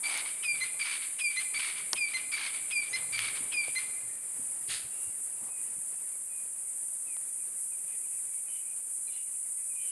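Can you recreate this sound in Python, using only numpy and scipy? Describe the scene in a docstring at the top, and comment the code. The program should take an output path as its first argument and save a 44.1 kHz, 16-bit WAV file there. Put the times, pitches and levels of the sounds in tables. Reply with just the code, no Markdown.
"""Dry bush, one microphone: insects, as click trains ringing resonances, drone and whine over a wash of noise.
From the start a leopard shifts on the litter: leaves crackle and paws thud (shaped noise), twigs snap (struck wood).
Nearby a bird sings rasp, falling whistle and pip five times, gliding tones breaking into noise; a small bird cuts in.
When it stops, far birds carry on with whistles and chatter over faint twitters, and a paw swishes dry grass."""
import sys
import numpy as np
from scipy import signal
from scipy.fft import rfft, irfft, next_fast_len
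from scipy.io import wavfile
from scipy.ndimage import uniform_filter1d

SR = 44100
rng = np.random.default_rng(int(sys.argv[2]) if len(sys.argv) > 2 else 0)


def digitize_waveform(pressure):
    """Quantize a signal to 16-bit integers and store it at the path in sys.argv[1].

    Rows of a 2-D input are taken as channels; values are limited to [-1, 1].
    """
    field = np.atleast_2d(pressure).T
    bounded = np.clip(field, -1, 1)
    quanta = np.round(bounded * 32767).astype(np.int16)
    wavfile.write(sys.argv[1], SR, quanta)


N = 437031
TIME = np.arange(N) / SR
SIZE = next_fast_len(N, real=True)
FREQS = np.maximum(np.arange(SIZE // 2 + 1) * SR / SIZE, 1)


def from_db(db):
    """Decibels to gain."""
    return 10 ** (np.asarray(db) / 20)


def rms_one(x):
    """Scale to unit power."""
    return x / np.sqrt(np.mean(x ** 2) + 1e-20)


def level(rows):
    """Gain through time from (time [s], level [dB]) rows, silent outside them."""
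    s, db = np.transpose(rows)
    return from_db(np.interp(TIME, s, db)) * (TIME >= s[0]) * (TIME <= s[-1])


def envelope(t, attack_s, hold_s, fade_s):
    """Swell from t = 0, hold, then fall by 60 dB in fade_s."""
    swell = np.clip(t / attack_s, 0, 1) ** 2
    return swell * from_db(-60 * np.maximum(t - attack_s - hold_s, 0) / fade_s)


def filtered(x, response):
    """Apply a response given at FREQS; unit power."""
    return rms_one(irfft(rfft(x, SIZE) * response, SIZE)[:N])


def coloured(x, colour):
    """Give a steady sound a (frequency [Hz], level [dB]) colour; unit power."""
    hz, db = np.transpose(colour)
    return filtered(x, from_db(np.interp(np.log(FREQS), np.log(hz), db)))


def resonate(x, hz, width):
    """One resonance of the given centre and width [Hz], with gain 1 at its top."""
    r = np.exp(-np.pi * width / SR)
    poles = [1, -2 * r * np.cos(2 * np.pi * hz / SR), r * r]
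    return signal.lfilter(np.array([1, 0, -1]) * (1 - r * r) / 2, poles, x + 1e-18)


def drift(rate):
    """Slow chance with spread 1: noise smoothed by two equal low-passes at rate [Hz]."""
    # made at a twentieth of the sample rate, with a run-in thrown away
    r = np.exp(-40 * np.pi * rate / SR)
    noise = rng.standard_normal(N // 20 + 4002)
    slow = signal.lfilter([1], [1, -2 * r, r * r], noise)[4000:]
    return np.interp(np.arange(N) / 20, np.arange(len(slow)), rms_one(slow))


def grains(grain_db, rate):
    """Noise that comes in uneven bursts, its level drifting at rate [Hz]."""
    return rng.standard_normal(N) * from_db(grain_db * drift(rate))


def leaves(x, smear):
    """Foliage round a singer shifts the phase of each pitch by its own chance, smearing the clicks."""
    hz = np.arange(0, SR / 2, 200)
    phase = np.interp(FREQS, hz, smear * rng.standard_normal(len(hz)))
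    return filtered(x, np.exp(1j * phase))


def bush(x, t60_s=1.16, build_s=0.043, cut_hz=3700):
    """Trunks and leaves scatter many small, dull echoes that build up, then die away."""
    t = TIME[:2 * SR]
    echoes = rng.standard_normal(len(t)) * (rng.random(len(t)) < .03)
    echoes = echoes * from_db(-60 * t / t60_s) * (1 - np.exp(-t / build_s))
    dull = signal.butter(2, cut_hz, fs=SR, output="sos")
    echoes = signal.sosfilt(dull, echoes / np.linalg.norm(echoes))
    return signal.fftconvolve(x, echoes)[:N]


def glides(notes, wobble):
    """Short notes that slide in pitch, part tone and part rasp of uneven noise."""
    # colour of the rough part: (frequency [Hz], level [dB per Hz])
    rough_colour = [(1000, -41), (1800, -11), (2400, 5), (2900, -3), (3300, -7), (4200, -15), (6000, -8),
                    (11000, -46)]
    harsh = coloured(grains(grain_db=2.5, rate=96), rough_colour)
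    unsteady, out = drift(143), np.zeros(N)
    for onset, length, start_hz, end_hz, tone_db, rasp_db in notes:
        span = slice(*np.searchsorted(TIME, [onset, onset + length]))
        u = (TIME[span] - onset) / length
        hz = (start_hz + (end_hz - start_hz) * u) * (1 + wobble * unsteady[span])
        tone = np.sqrt(2) * np.sin(2 * np.pi * np.cumsum(hz) / SR)
        swell = np.tanh(3 * np.sin(np.pi * u))
        out[span] += swell * (from_db(tone_db) * tone + from_db(rasp_db) * harsh[span])
    return out


def background(air_db=4.5, stir_db=1.5, hum_db=-56.5, hum_hz=112.4):
    """A wash of air and stirring litter as unsteady noise, and a far-off hum, a wandering tone that swells once."""
    # air and litter: (time [s], level before air_db is added [dB])
    air_levels = [(0.0, -62), (1.16, -65.5), (2.34, -62), (2.7, -63), (3.34, -59), (4.14, -64),
                  (4.55, -63.5), (6.49, -67.5), (9.91, -69.5)]
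    # colour of the air: (frequency [Hz], level [dB])
    air_colour = [(20, -15), (45, -9), (80, -3), (150, -1), (400, 0.5), (800, -1.5), (1500, -4), (2300, -2),
                  (3200, -10), (4000, -13), (5000, -8.5), (5700, -14.5), (9000, -18.5), (14000, -41)]
    air_gain = from_db(air_db + np.interp(TIME, *np.transpose(air_levels)))
    air = air_gain * coloured(grains(grain_db=stir_db, rate=13), air_colour)
    hum = np.sqrt(2) * np.sin(2 * np.pi * np.cumsum(hum_hz * (1 + 0.0303 * drift(15))) / SR)
    hum_swell = envelope(TIME - 2.92, attack_s=0.3, hold_s=0, fade_s=0.48)
    return air + from_db(hum_db) * hum_swell * hum


def whines(swell_db=5.0, quaver_hz=6.0):
    """Smaller insects sing a nearly pure note that quavers and comes and goes."""
    # thin notes over the chorus: (pitch [Hz], quaver [share of pitch], peak level before the swell [dB])
    whine_notes = [(10750, .008, -58), (11430, .008, -60.5), (12520, .004, -72)]
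    out = np.zeros(N)
    for hz, quaver, db in whine_notes:
        sway = np.sin(2 * np.pi * np.cumsum(quaver_hz * (1 + .3 * drift(3))) / SR) + .6 * drift(30)
        tone = np.sin(2 * np.pi * np.cumsum(hz * (1 + quaver * sway)) / SR)
        out += from_db(db + swell_db * np.tanh(drift(2.5))) * tone
    return out


def insect(rate, waver, jitter_s, sway_hz=5.5, sway_width=3.0):
    """One insect's train of clicks; its rate sways about five times a second."""
    sway = filtered(rng.standard_normal(N), np.exp(-((FREQS - sway_hz) / sway_width) ** 2))
    cycles = np.cumsum(rate * (1 + waver * sway)) / SR
    at = np.interp(np.arange(1, int(cycles[-1])), cycles, np.arange(N))
    chance = rng.standard_normal((N // 20, 2))[:len(at)]
    at = np.clip(at + jitter_s * SR * chance[:, 0], 4, N - 6)
    size, whole = from_db(1.4 * chance[:, 1]), at.astype(int)
    # each click falls between samples, so a short sinc spreads it over eight
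    return rms_one(sum(np.bincount(whole + k, size * np.sinc(k - at % 1), N) for k in range(-3, 5)))


def drone(far_db=-9, flutter_db=0.84, swell_db=2.0, chorus_db=0.2, lull_s=0.046):
    """Near click trains, each swelling in its own time, and noise for the many far ones ring shared resonances."""
    # nearest insects: (click rate [per s], waver [share of rate], level before scaling and swell [dB])
    near_insects = [(318.3, .003, -9), (318.6, .011, -4), (318.9, .006, -10), (430, .007, -11),
                    (276, .008, -13), (369, .008, -13)]
    # sound-organ resonances: (centre [Hz], width scale [Hz], level [dB])
    organ_modes = [(6300, 630, -25.5), (6850, 370, -24.5), (7170, 253, -14.5), (7540, 234, -12),
                   (7762, 160, -7), (7980, 130, -7), (8440, 360, -9.5), (8436, 246, -4.5), (8620, 140, -8),
                   (9140, 850, 0), (9475, 240, 0), (9920, 204, -2), (10305, 155, -2.5), (10694, 266, -6.5),
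                   (11280, 130, -12), (11520, 290, -15.5), (12000, 500, -24), (12400, 350, -34),
                   (13100, 1200, -41)]
    # slow chorus level: (time [s], level before chorus_db, lulls and flutter [dB])
    chorus_levels = [(0.0, -36.5), (0.47, -36), (1.43, -36), (1.87, -37), (3.89, -36), (4.06, -37),
                     (9.69, -37), (9.91, -34.5)]
    # brief lulls, as when a few insects pause: (time [s], depth [dB])
    lulls = [(.96, 0.5), (2.419, 3), (4.191, 2.5), (4.85, 4), (5.33, 1.5), (5.52, 2), (9.58, 0.5)]
    clicks = 0
    for rate, waver, db in near_insects:
        swell = from_db(db + swell_db * drift(2.6))
        clicks = clicks + swell * leaves(insect(rate, waver, jitter_s=4e-6), smear=1.65)
    clicks = rms_one(clicks) + from_db(far_db) * rng.standard_normal(N)
    power = 0
    for hz, width, db in organ_modes:
        power = power + from_db(db) ** 2 / (1 + ((FREQS - hz) / width * 1.09) ** 2) ** 3
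    buzz = filtered(clicks, np.sqrt(power))
    buzz /= np.sqrt(uniform_filter1d(buzz ** 2, size=SR // 10))  # together they hold an even level
    lull_db = sum(db * np.exp(-((TIME - s) / lull_s) ** 2) for s, db in lulls)
    slow_db = chorus_db + np.interp(TIME, *np.transpose(chorus_levels))
    return buzz * from_db(slow_db - lull_db + flutter_db * drift(6.3))


def far_birds(echo_db=-8, twitter_db=-71, twitters_per_s=12, whistle_rasp_db=-15, chatter_rasp_db=0,
              chatter_sag_hz=60):
    """Gliding whistles, rough chatter and a scatter of quick falling twitters, blurred by distance with echoes."""
    # short whistles: (time [s], length [s], start pitch [Hz], end pitch [Hz], tone level [dB])
    far_whistles = [(4.07, .12, 1850, 1870, -66), (4.91, 0.22, 2770, 2770, -64),
                    (5.49, 0.14, 2530, 2450, -61), (6.288, 0.16, 2510, 2440, -62),
                    (7.06, .1, 2660, 2270, -58.5), (7.14, .04, 2290, 1800, -63),
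                    (7.39, .049, 2500, 2340, -64.5), (7.71, .047, 2560, 2350, -63.5),
                    (8.46, .05, 2510, 2450, -63), (8.67, .085, 2470, 2450, -64),
                    (9.068, 0.034, 4080, 4040, -63), (9.07, 0.037, 2500, 2290, -57.5),
                    (9.08, .13, 3570, 3550, -71), (9.128, .04, 4080, 4060, -63),
                    (9.692, 0.048, 2520, 2400, -61), (9.746, 0.11, 2510, 2330, -57)]
    # bursts of rough chatter: (time [s], length [s], start pitch [Hz], tone level [dB])
    far_chatter = [(7.87, .11, 2480, -64), (8.104, 0.065, 2600, -69), (8.31, 0.096, 2300, -67),
                   (8.478, 0.148, 3010, -62), (9.102, .14, 2900, -62.5), (9.786, .18, 3030, -60.5)]
    twitters = []
    for when, length, high, loud in rng.random((400, 4))[:int(twitters_per_s * N / SR)]:
        start_hz, end_hz = 2100 + 900 * high, 1750 + 800 * high
        tone_db = twitter_db + 4 * (loud - .5)
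        twitters.append((when * N / SR, 0.02546 + 0.0367 * length, start_hz, end_hz, tone_db, twitter_db - 13))
    whistles = [(*whistle, whistle[-1] + whistle_rasp_db) for whistle in far_whistles]
    chatter = [(s, length, hz, hz - chatter_sag_hz, db, db + chatter_rasp_db)
               for s, length, hz, db in far_chatter]
    calls = glides(twitters, wobble=.03)
    calls += glides(whistles, wobble=0.0095)
    calls += glides(chatter, wobble=.024)
    return calls + from_db(echo_db) * bush(calls)


def litter():
    """Dry leaves give way under the animal in brief, dull crackles of grainy noise."""
    # stirring leaves: (time [s], length [s], peak level [dB])
    rustles = [(0.023, 0.24, -50), (0.722, 0.069, -62), (1.508, 0.059, -63), (2.292, 0.049, -62),
               (2.983, 0.068, -59), (3.377, 0.055, -66), (5.385, 0.17, -62)]
    # colour of the leaves: (frequency [Hz], level [dB])
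    rustle_colour = [(120, -56), (280, 3), (480, -2), (850, 10.5), (1200, 7.5), (2500, -29), (8000, -35)]
    push = sum(level([(s, db - 6), (s + length / 3, db), (s + length, db - 6)]) for s, length, db in rustles)
    return push * coloured(grains(grain_db=3.5, rate=200), rustle_colour)


def paws(rise_s=0.002, echo_db=-18, ring_db=-2, tread_db=-4, swish_db=-37.5):
    """Padded feet thud, noise ringing soft ground at a dull pitch; one sweeps dry grass, a swell of grainy noise."""
    # footfalls and shifts of weight: (time [s], level before the ground mix [dB], 30 dB decay [s], pitch [Hz])
    footfalls = [(.53, -62, 0.22, 129), (1.94, -60, 0.13, 252), (1.54, -61, 0.13, 270),
                 (2.33, -61, 0.11, 275), (2.99, -56, 0.17, 150), (3.4, -56.5, .25, 280),
                 (3.68, -58, .12, 280), (4.03, -62, .2, 110), (4.389, -54, 0.11, 250),
                 (4.682, -46, .08, 135), (4.84, -56, 0.089, 140), (5.07, -58, 0.07, 100),
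                 (5.415, -58, .12, 220), (5.76, -55, 0.081, 203)]
    # colour of the tread: (frequency [Hz], level [dB])
    thud_colour = [(30, -36), (70, 5.5), (130, 4.5), (250, -3.5), (500, -3.5), (1200, -22), (3000, -37)]
    # colour of the grass: (frequency [Hz], level [dB])
    swish_colour = [(300, -16), (1000, -19), (1400, -4.5), (2500, -0.5), (3300, -2), (4700, -0.5),
                    (5700, -11), (7000, -4), (14000, -30)]
    tread = coloured(rng.standard_normal(N), thud_colour)
    thuds, t = np.zeros(N), TIME[:SR // 2]
    for s, db, decay_s, hz in footfalls:
        span = slice(round(s * SR), round(s * SR) + len(t))
        ring = rms_one(resonate(tread[span], hz, 0.21 * hz))
        ground = from_db(tread_db) * tread[span] + from_db(ring_db) * ring
        thuds[span] += from_db(db - 30 * t / decay_s) * (1 - np.exp(-t / rise_s)) * ground
    sweep = from_db(swish_db) * envelope(TIME - 4.666, attack_s=0.035, hold_s=0.042, fade_s=0.36)
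    swish = sweep * coloured(grains(grain_db=2.0, rate=370), swish_colour)
    return thuds + swish + from_db(echo_db) * bush(swish)


def twigs(splinter=0.45, echo_db=-22):
    """A sharp break and a spray of tearing fibres ring the wood; thin twigs sound higher."""
    # breaks: (time [s], peak level before echoes [dB], pitch [Hz], 60 dB fade of the tearing [s])
    snaps = [(0.175, -22, 7000, 0.0068), (1.932, -8, 5000, 0.0048), (1.9318, -22, 1020, 0.021),
             (1.939, -35.5, 600, 0.068), (3.1914, -17, 2640, 0.012), (3.379, -36, 6000, 0.0076),
             (3.681, -34, 580, 0.017), (7.167, -42, 1080, 0.0086), (7.167, -44, 3300, 0.01)]
    # resonances of dry wood: (centre [Hz], width [Hz], level relative to one another [dB])
    wood_modes = [(510, 570, 0), (1040, 1000, -1), (2080, 180, 6.5), (2900, 170, 1.5), (4120, 1270, -0.5),
                  (5650, 220, 2), (6040, 540, -3), (7600, 880, -5), (11200, 1700, -16)]
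    out, t = np.zeros(N), TIME[:SR // 10]
    for s, peak_db, hz, tear_s in snaps:
        force = (t == 0) + splinter * rng.standard_normal(len(t)) * from_db(-60 * t / tear_s)
        wood = 0
        for k, (mode_hz, width, db) in enumerate(wood_modes):
            wood = wood + (-1) ** k * from_db(db) * resonate(force, mode_hz, width)
        crack = resonate(force, hz, .5 * hz) + 0.067 * wood
        at = round(s * SR)
        out[at:at + len(t)] += from_db(peak_db) * crack / np.abs(crack).max()
    return out + from_db(echo_db) * bush(out)


def small_bird():
    """A small bird cuts in once with three quick gliding notes."""
    # notes: (time [s], length [s], start pitch [Hz], end pitch [Hz], tone level [dB], rasp level [dB])
    chirp_notes = [(2.885, .025, 5740, 6450, -56, -80), (2.905, 0.023, 6500, 6700, -49, -80),
                   (2.933, 0.037, 5250, 5030, -42.5, -70)]
    return glides(chirp_notes, wobble=0.005)


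def harshness(squeal_hz=3100, swing=.25):
    """A voice in chaos: uneven puffs, and a squeal whose pitch leaps about every few milliseconds."""
    # colour of the rasp: (frequency [Hz], level [dB per Hz])
    rasp_colour = [(300, -45), (650, -19.5), (900, -8), (1150, -2), (1600, -1.5), (2000, 0.5), (2280, 8.5),
                   (2650, -0.5), (3400, -1), (4200, -2.5), (4850, -2), (5600, -11), (6200, -4), (7500, -29),
                   (10000, -48)]
    puffs = rms_one(grains(grain_db=4.0, rate=200))
    squeal = np.sin(2 * np.pi * np.cumsum(squeal_hz * (1 + swing * drift(220))) / SR)
    return coloured(leaves(puffs + .4 * squeal, smear=2.0), rasp_colour)


def rasp_shape(t, start_hz=2330, sag_hz_per_s=450, rattle_hz=73.2, rattle_depth=0.19):
    """Pitch, tone and rasp of the harsh syllable: a few rattling pushes on one sagging note."""
    # rough start, yelp, long scrape, weak push: (time after onset [s], attack [s], hold [s], 60 dB fade [s],
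    # tone level before the rattle [dB], rasp level before the rattle [dB])
    pushes = [(-.004, 0.0095, 0.0048, 0.045, -38.5, -42), (.008, 0.014, .016, 0.058, -33.5, -42.5),
              (0.035, 0.026, 0.1, 0.21, -42.5, -39), (0.2, .03, 0.026, 0.23, -52, -46.5)]
    tone, rasp = 0, 0
    for start, attack_s, hold_s, fade_s, tone_db, rasp_db in pushes:
        push = envelope(t - start, attack_s, hold_s, fade_s)
        tone = tone + from_db(tone_db) * push
        rasp = rasp + from_db(rasp_db) * push
    rattle = 1 + rattle_depth * np.cos(2 * np.pi * rattle_hz * t)
    return start_hz - sag_hz_per_s * t, tone * rattle, rasp * rattle


def whistle_shape(t, tone_db=-28.5, droop_db_per_s=45, opening_db=-43, closing_db=-51, dip_s=0.0075):
    """Pitch, tone and rasp of the falling whistle: clean in the middle, rough as it starts and as it dies."""
    # echoes off the ground thin the whistle twice on the way down: (time after onset [s], depth [dB])
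    echo_dips = [(.053, 13), (.115, 11)]
    hz = 2470 + 337 * np.exp(-t / .022) - 1200 * t  # drops quickly onto its note, then sags
    dip_db = sum(db * np.exp(-((t - s) / dip_s) ** 2) for s, db in echo_dips)
    droop_db = droop_db_per_s * np.maximum(t - .065, 0)
    tone = from_db(tone_db - dip_db - droop_db) * envelope(t, attack_s=0.049, hold_s=.07, fade_s=0.14)
    rasp = from_db(opening_db) * envelope(t, attack_s=0.014, hold_s=0.0094, fade_s=0.11)
    rasp += from_db(closing_db) * envelope(t - .115, attack_s=0.016, hold_s=0.056, fade_s=0.12)
    return hz, tone, rasp


def pip_shape(t, tone_db=-32.5, opening_db=-45, closing_db=-41.5):
    """Pitch, tone and rasp of the short level pip, which also opens and closes roughly."""
    hz = 2076 - 110 * np.exp(-t / 0.0109)  # hooks up onto its note
    tone = from_db(tone_db) * envelope(t, attack_s=0.02, hold_s=0.019, fade_s=0.071)
    rasp = from_db(opening_db) * envelope(t, attack_s=0.0089, hold_s=0.0033, fade_s=0.084)
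    rasp += from_db(closing_db) * envelope(t - .028, attack_s=0.014, hold_s=.008, fade_s=0.26)
    return hz, tone, rasp


def syllable(shape, onsets, harsh, overtones_db, wobble, quaver=0.0063, length_s=.4):
    """A whistled tone with overtones that breaks into a harsh rasp; each repeat differs a little."""
    unsteady, sway, out = drift(254), drift(54), np.zeros(N)
    for onset in onsets:
        span = slice(*np.searchsorted(TIME, [onset, onset + length_s]))
        hz, tone, rasp = shape(TIME[span] - onset)
        # the harsher the voice, the less it holds its pitch
        roughness = rasp / (rasp + tone + 1e-12)
        pitch = hz * (1 + quaver * sway[span] + wobble * roughness * unsteady[span])
        phase = 2 * np.pi * np.cumsum(pitch) / SR
        # overtones keep nearly the same share of the tone, loud or soft
        share = (tone / tone.max()) ** 0.034
        overtones = sum(from_db(db) * np.sin(k * phase) for k, db in enumerate(overtones_db, 2))
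        voice = np.sin(phase) + share * overtones
        out[span] += np.sqrt(2) * tone * voice + rasp * harsh[span]
    return out


def near_bird(echo_db=-10.0, pip_echo_db=-13, catch_db=-46, catch_rasp_db=-52):
    """Rasp, whistle and pip in turn, a voiced tone breaking into chaos, with echoes off the bush."""
    # syllable onsets, one row a phrase: (rasp time [s], whistle time [s], pip time [s])
    phrases = [(.032, .42, .598), (.79, 1.18, 1.355), (1.538, 1.948, 2.128), (2.315, 2.696, 2.92),
               (3.123, 3.509, 3.745)]
    harsh = harshness()
    rasps_at, whistles_at, pips_at = np.transpose(phrases)
    song = syllable(rasp_shape, rasps_at, harsh, overtones_db=[-8, -19], wobble=0.0682, quaver=0.0109)
    song += syllable(whistle_shape, whistles_at, harsh, overtones_db=[-12, -26], wobble=0.062)
    pips = syllable(pip_shape, pips_at, harsh, overtones_db=[-6, -17], wobble=0.041)
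    # the voice catches in a high, unsteady squeak as each whistle starts
    catches = [(s + .004, .032, 2850, 3250, catch_db, catch_rasp_db) for s in whistles_at]
    song += glides(catches, wobble=0.059)
    return song + pips + bush(from_db(echo_db) * song + from_db(pip_echo_db) * pips)


def scene():
    """Everything reaches one microphone."""
    birds = near_bird() + small_bird() + far_birds()
    animal = twigs() + paws() + litter()
    return (drone() + whines() + birds + animal + background())[None]


def record(dry, dip_depth=1.0, cutoff_hz=14500):
    """The microphone has a narrow dip in its treble; the top is cut steeply."""
    # the dip: (centre [Hz], width [Hz])
    mic_dip = (5700, 280)
    heard = dry - dip_depth * resonate(dry, *mic_dip)
    return signal.sosfilt(signal.ellip(10, .1, 80, cutoff_hz, fs=SR, output="sos"), heard)


dry = scene()
out = record(dry)
digitize_waveform(out)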